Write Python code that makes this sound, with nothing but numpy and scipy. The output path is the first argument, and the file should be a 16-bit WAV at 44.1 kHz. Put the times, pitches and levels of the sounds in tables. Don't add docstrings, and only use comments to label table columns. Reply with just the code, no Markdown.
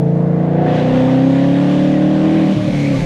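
import sys
import numpy as np
from scipy import signal
from scipy.fft import rfft, irfft, next_fast_len
from scipy.io import wavfile
from scipy.ndimage import uniform_filter1d, map_coordinates

SR = 44100
rng = np.random.default_rng(int(sys.argv[2]) if len(sys.argv) > 2 else 0)


def file_out(sig):
    cols = np.atleast_2d(sig).T
    lim = np.clip(cols, -1, 1)
    pcm = np.round(lim * 32767).astype(np.int16)
    wavfile.write(sys.argv[1], SR, pcm)


def boost_factor(decibels):
    exponent = np.asarray(decibels, float) / 20
    return 10 ** exponent


N = 134505


def unit(x):
    return x / np.sqrt(np.mean(x ** 2) + 1e-20)


def along(points, hz):
    f, v = np.transpose(points)
    return np.interp(np.log(hz + 1), np.log(f + 1), v)


def curves(rows):
    s, *cols = np.transpose(rows)
    return [np.interp(np.arange(N) / SR, s, c) for c in cols]


def wobble(rate):
    values = rng.standard_normal(int(N * 40 / SR) + 4)
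    position = np.arange(N) * min(rate, 40) / SR
    return map_coordinates(values, [position], order=1)


def rush(gain, patchy_db):
    z = signal.stft(rng.standard_normal(N), nperseg=512)[2]
    patches = uniform_filter1d(rng.standard_normal(z.shape), 6, 0)
    patches = uniform_filter1d(patches, 12, 1)
    patchy = signal.istft(z * boost_factor(patchy_db * unit(patches)), nperseg=512)[1][:N]
    size = next_fast_len(N + 8192)
    spectrum = rfft(patchy, size) * gain(np.fft.rfftfreq(size, 1 / SR))
    return unit(irfft(spectrum, size)[:N])


def coloured_rush(points, patchy_db):
    return rush(lambda hz: boost_factor(along(points, hz)), patchy_db)


def by_load(load, values):
    return np.interp(load, np.arange(len(values)), values)


# order of the cycle, then level in dB
ORDER_LEVELS = [(2, -38, -37, -33, -34, -34), (3, -29, -28, -27, -44, -31), (4, -45, -38, -36, -28, -31),
                (5, -28, -26, -29, -27, -33), (6, -26, -29, -36, -45, -36), (7, -40, -47, -39, -31, -43),
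                (8, -36, -35, -26, -20, -29), (9, -43, -35, -33, -30, -38), (10, -43, -41, -33, -32, -39),
                (11, -33, -24, -34, -39, -40), (12, -48, -38, -37, -35, -44), (13, -31, -26, -37, -33, -39),
                (14, -43, -38, -31, -34, -42), (15, -36, -32, -30, -28, -39), (16, -23, -24, -23, -31, -36),
                (17, -41, -24, -29, -45, -41), (18, -36, -33, -35, -45, -42), (19, -46, -38, -39, -29, -45),
                (20, -38, -30, -32, -33, -43), (21, -37, -31, -37, -33, -41), (22, -44, -27, -38, -33, -42),
                (23, -32, -34, -29, -30, -43), (24, -38, -25, -32, -37, -39), (25, -37, -32, -27, -38, -40),
                (26, -43, -36, -35, -33, -38), (27, -41, -35, -35, -31, -40), (28, -36, -28, -25, -33, -39),
                (29, -37, -32, -28, -39, -46), (30, -38, -33, -27, -39, -41), (31, -35, -35, -29, -39, -41),
                (32, -32, -33, -35, -37, -40), (33, -33, -30, -32, -40, -38), (34, -38, -33, -37, -39, -41)]
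# frequency in Hz, gain in dB.
CABIN_RESPONSE = [(50, -11), (100, -9.5), (115, 4.5), (130, 15), (150, 8), (175, 10), (200, 9.5),
                  (215, 10.5), (230, 4), (245, 9), (260, 11.5), (300, 6.5), (340, -0.5), (370, -6),
                  (400, 1), (430, -1.5), (460, -4.5), (490, -1.5), (520, 3), (560, 1), (600, -1),
                  (650, -4.5), (700, -1.5), (760, -7.5), (830, -9.5), (900, -16.5), (1000, -21.5),
                  (1100, -21.5), (1350, -17)]
# time in seconds, level in dB rms of orders 3, 4, 5, 6, 8 and 15.
COASTING_LEVELS = [(2.46,-40,-12,-18,-38,-22.5,-33), (2.51,-45,-34,-13,-18.5,-16.5,-26),
                   (2.54,-36,-34,-14.5,-35,-38,-30), (2.568,-18.5,-14.5,-33,-37,-15.5,-46),
                   (2.6,-23,-24.5,-22,-51,-22.5,-40.5), (2.65,-25,-39,-19,-26,-23.5,-40),
                   (2.685,-34,-11.5,-22,-26,-18,-20), (2.71,-36,-42,-19,-21,-28,-41),
                   (2.74,-31,-19,-20,-30,-21,-28), (2.78,-35,-17,-24,-26,-20.5,-42),
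                   (2.85,-28,-18.5,-31,-25,-18.5,-28), (2.92,-41,-20,-19,-20.5,-17.5,-31),
                   (2.97,-34,-19,-23,-35,-19,-29), (3.03,-35,-22,-18,-27,-33,-43)]


def engine(rate, cycle, load):
    uneven_db, uneven_rad = (.25, .45, .35, .35, 1.4), (.06, .1, .08, .08, .3)
    uneven_rate = 20
    drift_db, drift_rad = .1, .05
    in_step_orders = (5, 6)
    coasting = dict(zip((3, 4, 5, 6, 8, 15), curves(COASTING_LEVELS)))
    lifted = np.arange(N) / SR > COASTING_LEVELS[0][0]
    lifted = uniform_filter1d(lifted * 1.0, size=SR // 25)
    out = np.zeros(N)
    for k, *levels in ORDER_LEVELS:
        k = round(k)
        level_db = by_load(load, levels) + along(CABIN_RESPONSE, k * rate)
        level_db += np.sqrt(k) * by_load(load, uneven_db) * wobble(uneven_rate)
        level_db += k * drift_db * wobble(4.28)
        if k in coasting:
            level_db = level_db * (1 - lifted) + coasting[k] * lifted
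        phase = 2 * np.pi * rng.random() * (k not in in_step_orders)
        phase = phase + k * drift_rad * wobble(2.975)
        phase += np.sqrt(k) * by_load(load, uneven_rad) * wobble(uneven_rate)
        out += np.sqrt(2) * boost_factor(level_db) * np.sin(k * cycle + phase)
    return out


# frequency in Hz, relative level in dB.
ROAR_COLOUR = [(30, -52), (60, -19), (95, -7), (150, -3), (300, 1.5), (420, -6), (600, -1), (800, -10),
               (1100, -11.5), (1500, -26), (2500, -100)]


def roar(level_db):
    return boost_factor(level_db) * coloured_rush(ROAR_COLOUR, patchy_db=1.2)


def gas_pulse(cycle):
    return 1.5 * np.cos(2 * cycle) + 1.0 * np.cos(8 * cycle)


# frequency in Hz, relative level in dB.
RASP_COLOUR = [(300, -63), (900, -9.5), (1200, -4), (1340, -6.5), (1460, -1.5), (1900, -1.5), (2300, -9),
               (3000, -18.5), (5000, -36.5), (9000, -100)]


def exhaust_rasp(level_db, pulse_db):
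    return boost_factor(level_db + pulse_db) * coloured_rush(RASP_COLOUR, patchy_db=.9)


# frequency in Hz, relative level in dB.
INTAKE_COLOUR = [(800, -58), (1800, -6.5), (2500, -0.5), (3500, -1.5), (4600, -15.5), (5600, -18.5),
                 (8000, -37), (12000, -100)]


def intake_rush(level_db, pulse_db):
    return boost_factor(level_db + pulse_db) * coloured_rush(INTAKE_COLOUR, patchy_db=.9)


def panel_buzz(level_db, cycle):
    centre_hz, width_hz, pulse_db = 2250, 750, 3

    def resonance(hz):
        return 1 / (1 + ((hz - centre_hz) / (width_hz / 2)) ** 2) ** 2

    swing_db = pulse_db * np.cos(2 * cycle) + 2.2 * wobble(15)
    return boost_factor(level_db + swing_db) * rush(resonance, patchy_db=1.3)


# frequency in Hz, relative level in dB.
HISS_COLOUR = [(1000, -67), (2500, -5.5), (4000, 1.5), (5200, -4), (6400, -4.5), (7500, -9.5), (10000, -16),
               (12000, -23), (13200, -27.5), (14500, -38.5), (16000, -63), (20000, -110)]


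def wind_hiss(level_db, flutter_db):
    return boost_factor(level_db + flutter_db) * coloured_rush(HISS_COLOUR, patchy_db=1.1)


# frequency in Hz, relative level in dB.
RUMBLE_COLOUR = [(5, -18), (15, -9), (24, -6), (34, -1), (46, 4.2), (56, -7), (70, -13.5), (100, -14),
                 (140, -27), (300, -100)]


def road_rumble(level_db):
    return boost_factor(level_db + 1.8 * wobble(6)) * coloured_rush(RUMBLE_COLOUR, patchy_db=.3)


# time in seconds, then level in dB of
NOISE_LEVELS = [(.05, -34.5, -47, -58, -59, -74, -46), (.25, -28, -44, -61, -59.5, -70, -43),
                (.45, -29, -43, -54.5, -59, -64, -50), (.58, -31, -41, -50, -62.5, -71, -43),
                (.67, -25.5, -34.5, -42.5, -54, -73, -61), (.76, -25.5, -33.5, -35.5, -49, -62.5, -61),
                (.95, -23.5, -36, -37.5, -48, -77, -34.5), (1.2, -26.5, -35.5, -39, -47.5, -78, -57),
                (1.5, -34, -36.5, -39.5, -47.5, -63, -41), (1.72, -24.5, -35.5, -36.5, -45, -76, -44),
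                (1.95, -34, -36.5, -41, -48, -57, -45), (2.15, -28.5, -39, -41, -48, -56.5, -38),
                (2.33, -25.5, -36, -39.5, -46.5, -42, -44), (2.55, -28, -40.5, -39, -44.5, -44, -55),
                (2.72, -31.5, -40.5, -39.5, -42, -40, -32), (2.85, -34.5, -39, -40, -40, -35.5, -43),
                (2.96, -30.5, -38.5, -42, -40.5, -37, -33), (3.04, -35, -37, -39, -40, -38, -26)]


def noises(cycle):
    roar_db, rasp_db, intake_db, hiss_db, buzz_db, road_db = curves(NOISE_LEVELS)
    flutter_db = .7 * wobble(25.03)
    pulse_db = flutter_db + gas_pulse(cycle)
    gas = roar(roar_db) + exhaust_rasp(rasp_db, pulse_db) + intake_rush(intake_db, pulse_db)
    return gas + panel_buzz(buzz_db, cycle) + wind_hiss(hiss_db, flutter_db) + road_rumble(road_db)


# time in seconds, cycle rate in Hz (half the crank rate).
ENGINE_SPEED = [(0.02, 28.15), (0.28, 28.79), (0.49, 29.23), (0.65, 30.45), (0.77, 30.2), (0.87, 31.38),
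                (1.35, 33.79), (1.46, 34.51), (1.8, 36.71), (2.14, 38.34), (2.3, 39.61), (2.36, 40.04),
                (2.47, 38.61), (2.55, 38.74), (2.79, 36), (2.85, 35.93), (2.95, 33.85), (3.03, 33.5)]
# time in seconds, engine state (0 part throttle, 1 throttle opening, 2 full load,
# 3 full load near peak revs, 4 lifted off).
ENGINE_LOAD = [(0, 0), (.3, 0), (.62, 1), (.95, 2), (2.3, 3), (2.5, 3), (2.57, 4), (3.05, 4)]


def scene():
    (rate,), (load,) = curves(ENGINE_SPEED), curves(ENGINE_LOAD)
    start_s = .031
    cycle = 2 * np.pi * (np.cumsum(rate) / SR - rate[0] * start_s)
    return (engine(rate, cycle, load) + noises(cycle))[None]


def low_pass(x):
    return signal.sosfilt(signal.butter(12, 15590, fs=SR, output="sos"), x)


def record(dry):
    return low_pass(dry)


dry = scene()
out = record(dry)
file_out(out)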